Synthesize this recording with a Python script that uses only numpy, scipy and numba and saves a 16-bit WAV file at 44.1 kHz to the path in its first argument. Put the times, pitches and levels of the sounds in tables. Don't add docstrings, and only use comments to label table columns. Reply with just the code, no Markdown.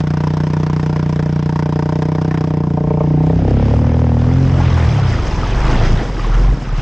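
import sys
import numpy as np
from scipy import signal
from scipy.fft import rfft, irfft, next_fast_len
from scipy.io import wavfile
from scipy.ndimage import uniform_filter1d
from numba import njit

SR = 44100
rng = np.random.default_rng(int(sys.argv[2]) if len(sys.argv) > 2 else 0)


def put_to_file(sound):
    columns = np.atleast_2d(sound).T
    safe = np.clip(columns, -1, 1)
    whole_steps = np.round(safe * 32767)
    wavfile.write(sys.argv[1], SR, whole_steps.astype(np.int16))


N = 300321
T = np.arange(N) / SR

# time in seconds, firings per second.
FIRING_RATE = [(0.0, 29.87), (0.6, 30.58), (1.2, 30.09), (1.8, 30.08), (2.2, 31.33), (2.8, 29.85),
               (3.15, 30.18), (3.275, 32.15), (3.65, 35.0), (3.9, 40.52), (4.15, 39.26), (4.4, 44.42),
               (4.775, 41.98), (5.025, 32.94), (5.23, 21.8), (5.38, 19.2), (5.75, 27.8), (5.95, 29.3),
               (6.02, 23.2), (6.25, 18.9), (6.54, 23.6), (6.62, 19.5), (6.81, 17.3)]
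# time in seconds, throb at the firing rate in dB, throb at
# the crank rate in dB, boom in dB, boom's octave in dB, pipe ring in dB, gas puff in dB before GAS_TRIM_DB.
ENGINE_LEVELS = [(0.0, -50, -32, -12.5, -29.5, -30, -30), (1.4, -37.5, -37.5, -12.5, -31, -29, -32.5),
                 (1.75, -46, -33, -13, -24.5, -24, -32), (2.45, -49.5, -38, -12.5, -24, -25, -33),
                 (2.72, -43, -35.5, -12.5, -25.5, -25.5, -41.5), (2.98, -40.5, -30, -11.5, -31, -19, -48),
                 (3.12, -35.5, -28, -9, -17.5, -25, -54), (3.28, -34, -19.5, -9, -19.5, -19.5, -51),
                 (3.55, -19.5, -13.5, -11, -13, -19.5, -41), (3.85, -34, -12.5, -10, -15, -22.5, -38.5),
                 (4.1, -28.5, -12, -10.5, -15, -20.5, -43.5), (4.45, -21, -17, -8, -15, -42.5, -42.5),
                 (4.6, -20, -10.5, -11, -24.5, -31, -47), (4.8, -28.5, -11, -11.5, -23, -36, -46.5),
                 (5.05, -12, -10, -11.5, -61.5, -40, -45), (5.25, -8.5, -8, -19.5, -44.5, -44.5, -41),
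                 (5.5, -23, -12.5, -19.5, -43, -40, -48), (5.68, -13.5, -13.5, -17, -42.5, -35.5, -52),
                 (5.85, -10, -20, -15.5, -51, -31.5, -44.5), (5.96, -10.5, -13.5, -13.5, -45.5, -37, -43),
                 (6.3, -35.5, -6.5, -18.5, -53, -39, -39), (6.5, -27.5, -7, -16.5, -24.5, -33.5, -43.5),
                 (6.7, -31, -7.5, -19.5, -42.5, -41.5, -45.5), (6.81, -27, -17, -18.5, -52.5, -45, -40)]
# time in seconds, churn in dB, gurgle below about 700 Hz against the churn in dB.
WATER_LEVELS = [(0.0, -43, -1.5), (0.65, -41, 0.5), (1.1, -42, 0.5), (1.74, -43.5, -4.5), (2.3, -43.5, 2),
                (2.75, -45, 5.5), (3.22, -40, 2), (3.51, -35.5, 4.5), (3.73, -34.5, 7.5), (4.06, -38.5, -1),
                (4.4, -33, 3.5), (4.61, -29, 0.5), (4.91, -26, -4.5), (5.2, -27.5, -2), (5.48, -27, -6),
                (5.72, -23.5, -4.5), (5.9, -26.5, 0), (5.97, -26.5, -5), (6.03, -28.5, -4.5),
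                (6.13, -32.5, -0.5), (6.25, -29, -7.5), (6.5, -30.5, -0.5), (6.57, -35, 1.5),
                (6.7, -33.5, -4.5), (6.81, -29, -9)]
# centre in Hz, width in Hz, relative level in dB.
PIPE_MODES = [(436.5, 77, -1.5), (646, 65, -1), (740, 72, 0), (948, 127, 1), (1210, 280, -7),
              (1486, 30, -4.5), (1960, 55, -20), (2350, 250, -9.5)]
# frequency in Hz, relative level in dB per Hz.
GAS_SPECTRUM = [(290, -37.5), (500, -7.5), (691, -12.5), (756, -8.5), (828, -16.5), (930, 2.5),
                (1040, -3.5), (1250, -14), (1480, -9), (1650, -12.5), (2940, -23.5), (5540, -25),
                (11000, -56), (14300, -88), (22000, -120)]
# frequency in Hz, relative level in dB per Hz.
WATER_SPECTRUM = [(60, -4), (150, -11.5), (300, -14), (600, -17.5), (900, -19), (1250, -20), (2000, -22),
                  (2600, -25), (3200, -26), (4300, -26), (6200, -30), (8000, -39.5), (11000, -53.5),
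                  (14000, -99)]
# start in seconds, peak in dB, starting pitch in Hz.
GULP_EVENTS = [(4.602, -10.5, 835), (4.724, -19, 1110), (4.988, -14, 750), (5.188, -15, 1240),
               (5.433, -11.5, 1240), (5.526, -16.5, 383), (5.692, -14, 836), (5.756, -14, 876),
               (5.959, -18.5, 813), (6.03, -17.5, 482), (6.196, -15, 1194), (6.246, -13.5, 1070),
               (6.268, -18.5, 450), (6.321, -17, 1220), (6.37, -18.5, 479), (6.446, -17, 1026),
               (6.692, -21.5, 1256)]
# frequency in Hz, side against mid in dB.
PORT_DIFFERENCE = [(500, -95), (1000, -55), (1900, -33), (2800, -11.5), (5500, -8.5), (7000, -30),
                   (11000, -40)]
# frequency in Hz, gain in dB.
HOUSING_RESPONSE = [(8, -18), (24, 1), (2700, 0), (3200, 1), (3700, -1.5), (4350, -4.5), (4950, 1.5),
                    (5500, 0.5)]
# start in seconds, length in seconds, change of throb in dB,
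# change of boom in dB.
THROTTLE_LIFTS = [(4.887, 0.67, -12.5, 1.5), (5.966, 0.41, -8.5, -9.5), (6.532, 0.22, -17, -7.5)]
# time in seconds, extra pipe ring in dB, extra gas in dB, hard ring in dB.
STRONG_FIRINGS = [(.64, 3, 2, -39), (.835, 4.5, 2.5, -40), (.965, 5.5, 3, -35.5), (1.2, 5, 0.5, -35),
                  (1.565, -4, 2, -36), (1.8, 2.5, 0.5, -35), (1.93, 2, 0, -54), (2.03, 2.5, 3.5, -42),
                  (2.185, 0, 0.5, -39.5), (2.315, 0, -2, -29), (2.35, 1, -1.5, -28), (2.38, -1.5, 3.5, -31),
                  (2.78, 5.5, 5, -48), (2.845, 2.5, -4, -59.5), (2.915, 5, 0, -44), (3.015, 6.5, 4, -47),
                  (3.275, -1.5, 14.5, -52), (3.305, 3.5, 3, -40.5), (3.4, 5.5, -4, -52),
                  (3.49, 4.5, 6.5, -37.5), (3.515, 4.5, 4, -49)]
# time in seconds, level in dB.
SNAP_LEVELS = [(3.1, -48), (3.35, -29), (3.7, -22.5), (4.0, -22.5), (4.3, -24), (4.6, -23.5), (4.85, -24),
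               (5.1, -41), (5.5, -33.5), (5.9, -31.5), (6.1, -48), (6.5, -31), (6.81, -38.5)]
# time in seconds, width in Hz, second and third slug against the first in dB.
MUFFLER_RING = [(0, 38, -17.5), (.8, 40.5, -15.5), (1.5, 48.7, -15), (2.1, 58.5, -15), (2.7, 60, -17),
                (3.2, 51.4, -5), (3.6, 50.1, -22.5)]

FIRST_TURN = .92
PIPE_TRIP_S = 0.006664
OUTLET_DIPS_S, DIP_LENGTH_S = 3.25, 0.3
WAVE_REACHES_S, LAP_LENGTH_S = 2.62, 0.13
DEEP_S, DEEP_LENGTH_S = 5.4, 0.2
LAPPED_CRACK_S, DROWNED_CRACK_SHARE = 0.002733, 0.39
WET_ECHO_DB = -15.5
WET_PIPE_SINK, WET_PIPE_SMEAR = 0.15, 1.6
PIPE_WANDER, PIPE_BLOW_DB, PIPE_DRIFT_DB = .015, 1.5, 2.0
BARK_HZ, BARK_WIDTH_HZ, BARK_DB = 387, 380, -6
BLUB_HZ, BLUB_SCATTER, BLUB_DB = 576, 0.25, -5
SLUG_S, SLUG_WET_S = 0.00431, 0.008
DEEP_SLUG_LEAD_S, DEEP_THROB_LEAD_S = 0.0064, .003
DRY_BOOM_HZ = 151.5
WET_BOOM_HZ, WET_BOOM_PER_FIRING = 80.7, 0.91
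SHUT_BOOM_ORDER = 3.5
DEEP_BOOM_HZ = 126
THUMP_DB, THUMP_WET_DB = -11, -26
GROWL_HZ, GROWL_PER_FIRING, GROWL_UPPER_DB = 100.7, 4.04, -2.5
GAS_TRIM_DB = -2.5
HARD_RING_HZ, HARD_RING_WIDTH_HZ = 1750, 190
SNAP_S, SNAP_SWELL_S, SNAP_HZ = .003, 0.0027, 396
SPRAY_DB = -9
SHUT_S, REOPEN_SHARE = 0.023, 0.44
TOP_HZ = 11500


def undb(db):
    return 10 ** (np.asarray(db) / 20)


def curves(table):
    s, *columns = np.transpose(table)
    return [np.interp(T, s, c) for c in columns]


def even(x):
    power = uniform_filter1d(uniform_filter1d(x ** 2, size=6000), size=6000)
    return x / np.sqrt(power + 1e-12)


def walk(rate):
    k = int(SR / rate)
    steps = np.repeat(rng.standard_normal(N // k + 1), k)
    return uniform_filter1d(uniform_filter1d(steps, k), k)[:N]


@njit
def svf(x, hz, width, high):
    y, b, l = np.empty(len(x)), 0., 0.
    for i in range(len(x)):
        g, k = np.tan(np.pi * hz[i] / SR), width[i] / hz[i]
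        v = (b + g * (x[i] - l)) / (1 + g * (g + k))
        y[i] = x[i] - k * v - l - g * v if high else k * v
        b, l = 2 * v - b, l + 2 * g * v
    return y


def band(x, hz, width_hz):
    return svf(x, hz + 0 * T, width_hz + 0 * T, False)


def above(x, hz):
    y = svf(x, hz, np.sqrt(2) * hz, True)[::-1].copy()
    return svf(y, hz[::-1].copy(), np.sqrt(2) * hz[::-1], True)[::-1]


def shape(x, spectrum):
    size = next_fast_len(N + 8192)
    hz = np.maximum(np.fft.rfftfreq(size, 1 / SR), 1)
    points_hz, points_db = np.array(spectrum).T
    gain = undb(np.interp(np.log(hz), np.log(points_hz), points_db))
    mirrored_tail = x[:-4097:-1] * np.linspace(1, 0, num=4096)
    return irfft(rfft(np.r_[x, mirrored_tail], size) * gain, size)[:N]


def colour(x, spectrum):
    y = shape(x, spectrum)
    return y / np.std(shape(y, [(900, -60), (1100, 0)]))


def firing_cycle():
    (rate,) = curves(FIRING_RATE)
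    turns = FIRST_TURN + np.cumsum(rate) / SR
    cycle = turns.astype(int)
    chance = rng.standard_normal((cycle[-1] + 1, 5))[cycle].T
    since = (turns - cycle) / rate
    since = np.maximum(since - 0.0003 * (1 + np.tanh(chance[3])), 0)
    extra = np.zeros((cycle[-1] + 1, 3)) + (0, 0, -90)
    strong = np.array(STRONG_FIRINGS)
    extra[cycle[(strong[:, 0] * SR).astype(int)]] = strong[:, 1:]
    return rate, turns, cycle, chance, since, extra[cycle].T


def immersion():
    lapped = np.clip((T - WAVE_REACHES_S) / LAP_LENGTH_S, 0, 1)
    drowned = np.clip((T - OUTLET_DIPS_S) / DIP_LENGTH_S, 0, 1)
    deep = np.clip((T - DEEP_S) / DEEP_LENGTH_S, 0, 1)
    return lapped, drowned, deep


def valve_crack(since, size, lapped, drowned):
    opening = .001 + LAPPED_CRACK_S * (lapped - DROWNED_CRACK_SHARE * drowned)
    crack = 0
    for k, gain in enumerate((1, .6, .25)):
        pulse = np.exp(-((since - opening - k * PIPE_TRIP_S) / 0.00044) ** 2)
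        crack = crack + gain * undb(k * WET_ECHO_DB * drowned) * pulse
    ragged = (since > 0) * np.exp(-since / 0.0056) * rng.standard_normal(N)
    crack = crack + (0.18 - 0.11 * drowned) * ragged
    return band(crack * undb(0.69 * size), 880, 3000)


def slug_pulse(since, delay, size, drowned):
    pulse = np.exp(-((since - delay) / (0.0009 + 0.00071 * drowned)) ** 2)
    return pulse * undb(0.62 * size)


def pipe_ring(crack, slug, cycle, pocket, drowned):
    own = rng.standard_normal((cycle[-1] + 1, len(PIPE_MODES)))[cycle].T
    pipe = 0
    for k, (hz, width, db) in enumerate(PIPE_MODES):
        gain = undb(db + PIPE_BLOW_DB * own[k] + PIPE_DRIFT_DB * walk(3.16))
        mode_hz = hz * (1 + PIPE_WANDER * walk(6)) * (1 - WET_PIPE_SINK * drowned)
        mode = band(crack, mode_hz, width * (1 + WET_PIPE_SMEAR * drowned))
        pipe = pipe + (-1) ** k * gain * mode
    bark = undb(BARK_DB) * band(slug, BARK_HZ, BARK_WIDTH_HZ)
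    pipe = (1 - 2 * drowned) * pipe - drowned * bark
    pocket_hz = BLUB_HZ * np.exp(BLUB_SCATTER * np.tanh(pocket))
    return pipe + drowned * undb(BLUB_DB) * band(crack, pocket_hz, 120)


def muffler_boom(slug, repeats, rate, shut, drowned, deep):
    width_hz, again_db = curves(MUFFLER_RING)
    slugs = slug - undb(again_db) * repeats
    in_air = band(band(slugs, DRY_BOOM_HZ, width_hz), 1.117 * DRY_BOOM_HZ, 94)
    in_air = in_air + undb(-5.0) * band(slug, 95.8, 24)
    open_hz = WET_BOOM_HZ + WET_BOOM_PER_FIRING * rate
    wet_hz = (1 - shut) * open_hz + shut * SHUT_BOOM_ORDER * rate
    wet_hz = wet_hz + deep * (DEEP_BOOM_HZ - wet_hz)
    under_water = band(band(slug, wet_hz, 50), wet_hz, 70)
    boom = (1 - drowned) * in_air + drowned * under_water
    thump = undb(THUMP_DB + (THUMP_WET_DB - THUMP_DB) * drowned) * slug
    return above(boom + thump, (2.45 - 0.49 * shut) * rate)


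def muffler_octave(slug, rate, drowned):
    growl_hz = GROWL_HZ + GROWL_PER_FIRING * rate
    octave_hz = 1.92 * DRY_BOOM_HZ + drowned * (growl_hz - 1.96 * DRY_BOOM_HZ)
    octave = band(band(slug, octave_hz, 110 - 70 * drowned), octave_hz, 240)
    upper = band(band(slug, 1.1 * growl_hz, 40), 1.5 * growl_hz, 120)
    return octave + drowned * undb(GROWL_UPPER_DB) * upper


def gas_throb(lag, throb_db, crank_db):
    firing = undb(throb_db) * np.cos(2 * np.pi * (lag + 0.073))
    crank = undb(crank_db) * np.cos(2 * np.pi * (2 * lag + 0.029))
    return -np.sqrt(2) * (firing + crank)


def gas_rasp(since, size, gas_db):
    decay = np.exp(-(since / 0.011) ** 2) + 0.22 * np.exp(-since / 0.004)
    puff = even((1 - np.exp(-since / 0.00067)) * decay * undb(2.0 * size))
    level = undb(gas_db + GAS_TRIM_DB)
    return [level * puff * colour(rng.standard_normal(N), GAS_SPECTRUM) for _ in range(2)]


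def valve_gear():
    sing = band(band(rng.standard_normal(N), 4920, 460), 4920, 460)
    return undb(-60.0 + 2.5 * walk(24) + 4.5 * walk(5)) * even(sing)


def water_hiss():
    swell, hiss = walk(3), 0
    for hz in 120 * 2 ** np.arange(0, 6.6, .5):
        flicker = undb(0.55 * swell + 3.66 * walk(25) + 0.73 * walk(7))
        hiss = hiss + flicker * band(rng.standard_normal(N), hz, 0.46 * hz)
    hiss = colour(hiss, [(50, 0), (12000, -24)])
    twin = colour(undb(4.0 * walk(20)) * rng.standard_normal(N), [(50, 0.0057), (12000, 0.0024)])
    return hiss, twin


@njit
def bubbles(start, hz, cycles, size, glide, count):
    out = np.zeros(count)
    for j in range(len(start)):
        length = int(cycles[j] * SR / hz[j])
        phase = 0.
        for i in range(min(length, count - start[j])):
            phase += 2 * np.pi * hz[j] * (1 + glide * i / length) / SR
            out[start[j] + i] += size[j] * np.sin(phase) * np.exp(-5. 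* i / length)
    return out


def froth():
    when, pitch, cycles, loud = rng.random((9000, 4)).T
    hz = 300 * 25 ** pitch
    size = undb(-3.0 * np.log(np.maximum(loud, .04))) * np.sqrt(hz / 1000)
    return bubbles((when * N).astype(np.int64), hz, 8 + 50 * cycles ** 2, size, .15, count=N)


def flow(x, churn_db, gurgle_db):
    x = colour(x, WATER_SPECTRUM)
    spray = shape(x, [(2700, -60), (3500, 0)])
    gurgle = shape(x, [(600, 0), (1000, -30)])
    levelled_spray = undb(SPRAY_DB) * spray / np.std(spray)
    return undb(churn_db) * (x - spray + levelled_spray + (undb(gurgle_db) - 1) * gurgle)


def hard_ring(crack, hard_db):
    return undb(hard_db) * even(band(crack, HARD_RING_HZ, HARD_RING_WIDTH_HZ))


def pocket_snap(since):
    swelling = (since < SNAP_S) * np.exp((since - SNAP_S) / SNAP_SWELL_S)
    snap = band(band(swelling, SNAP_HZ, 800), SNAP_HZ, 2600)
    return undb(*curves(SNAP_LEVELS)) * even(snap)


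def gulps():
    s, gulp_db, gulp_hz = np.transpose(GULP_EVENTS)
    return bubbles((s * SR).astype(np.int64), gulp_hz, 30 + 0 * s, undb(gulp_db), 0.065, count=N)


def lifts():
    shut = []
    for s, length, *_ in THROTTLE_LIFTS:
        closing = (T - s) / SHUT_S
        reopening = (s + length - T) / (REOPEN_SHARE * length)
        shut.append(np.clip(np.minimum(closing, reopening), 0, 1))
    shut = np.array(shut)
    throb_change_db, boom_change_db = np.array(THROTTLE_LIFTS)[:, 2:].T @ shut
    return shut.sum(axis=0), throb_change_db, boom_change_db


def engine():
    rate, turns, cycle, chance, since, (ring_db, puff_db, hard_db) = firing_cycle()
    lapped, drowned, deep = immersion()
    throb_db, crank_db, boom_db, octave_db, pipe_db, gas_db = curves(ENGINE_LEVELS)
    shut, throb_change_db, boom_change_db = lifts()
    crack_size, slug_size, puff_size, _, pocket = chance
    crack = valve_crack(since, crack_size, lapped, drowned)
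    late = SLUG_S + (SLUG_WET_S - SLUG_S) * lapped
    slug = -slug_pulse(since, late - DEEP_SLUG_LEAD_S * deep, slug_size, drowned)
    repeats = sum(slug_pulse(since, late + k * PIPE_TRIP_S, slug_size, drowned) for k in (1, 2))
    pipe = pipe_ring(crack, slug, cycle, pocket, drowned)
    boom = muffler_boom(slug, repeats, rate, shut, drowned, deep)
    rings = undb(pipe_db + ring_db) * even(pipe)
    rings = rings + undb(boom_db + boom_change_db) * even(boom)
    rings = rings + undb(octave_db) * even(muffler_octave(slug, rate, drowned))
    rings = rings + hard_ring(crack, hard_db) + pocket_snap(since)
    lag = turns - (late - DEEP_THROB_LEAD_S * deep) * rate
    throb = undb(throb_change_db) * gas_throb(lag, throb_db, crank_db)
    gas, twin = gas_rasp(since, puff_size, gas_db + puff_db)
    return throb + rings + gas + valve_gear(), twin


def water():
    churn_db, gurgle_db = curves(WATER_LEVELS)
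    hiss, twin = water_hiss()
    fizz = froth()
    wash = flow(hiss + undb(-2.0) * fizz / np.std(fizz), churn_db, gurgle_db)
    return wash + gulps(), flow(twin, churn_db, gurgle_db)


def scene():
    (motor, motor_twin), (wash, wash_twin) = engine(), water()
    side = shape(motor_twin + wash_twin, PORT_DIFFERENCE)
    return motor + wash + np.array([side, -side])


def record(dry):
    soft = np.array([shape(0.85 * np.tanh(channel / 1.13), HOUSING_RESPONSE) for channel in dry])
    soft = signal.sosfilt(signal.butter(4, 9500, fs=SR, output="sos"), soft)
    return signal.sosfilt(signal.ellip(8, .2, 60, TOP_HZ, fs=SR, output="sos"), soft)


dry = scene()
out = record(dry)
put_to_file(out)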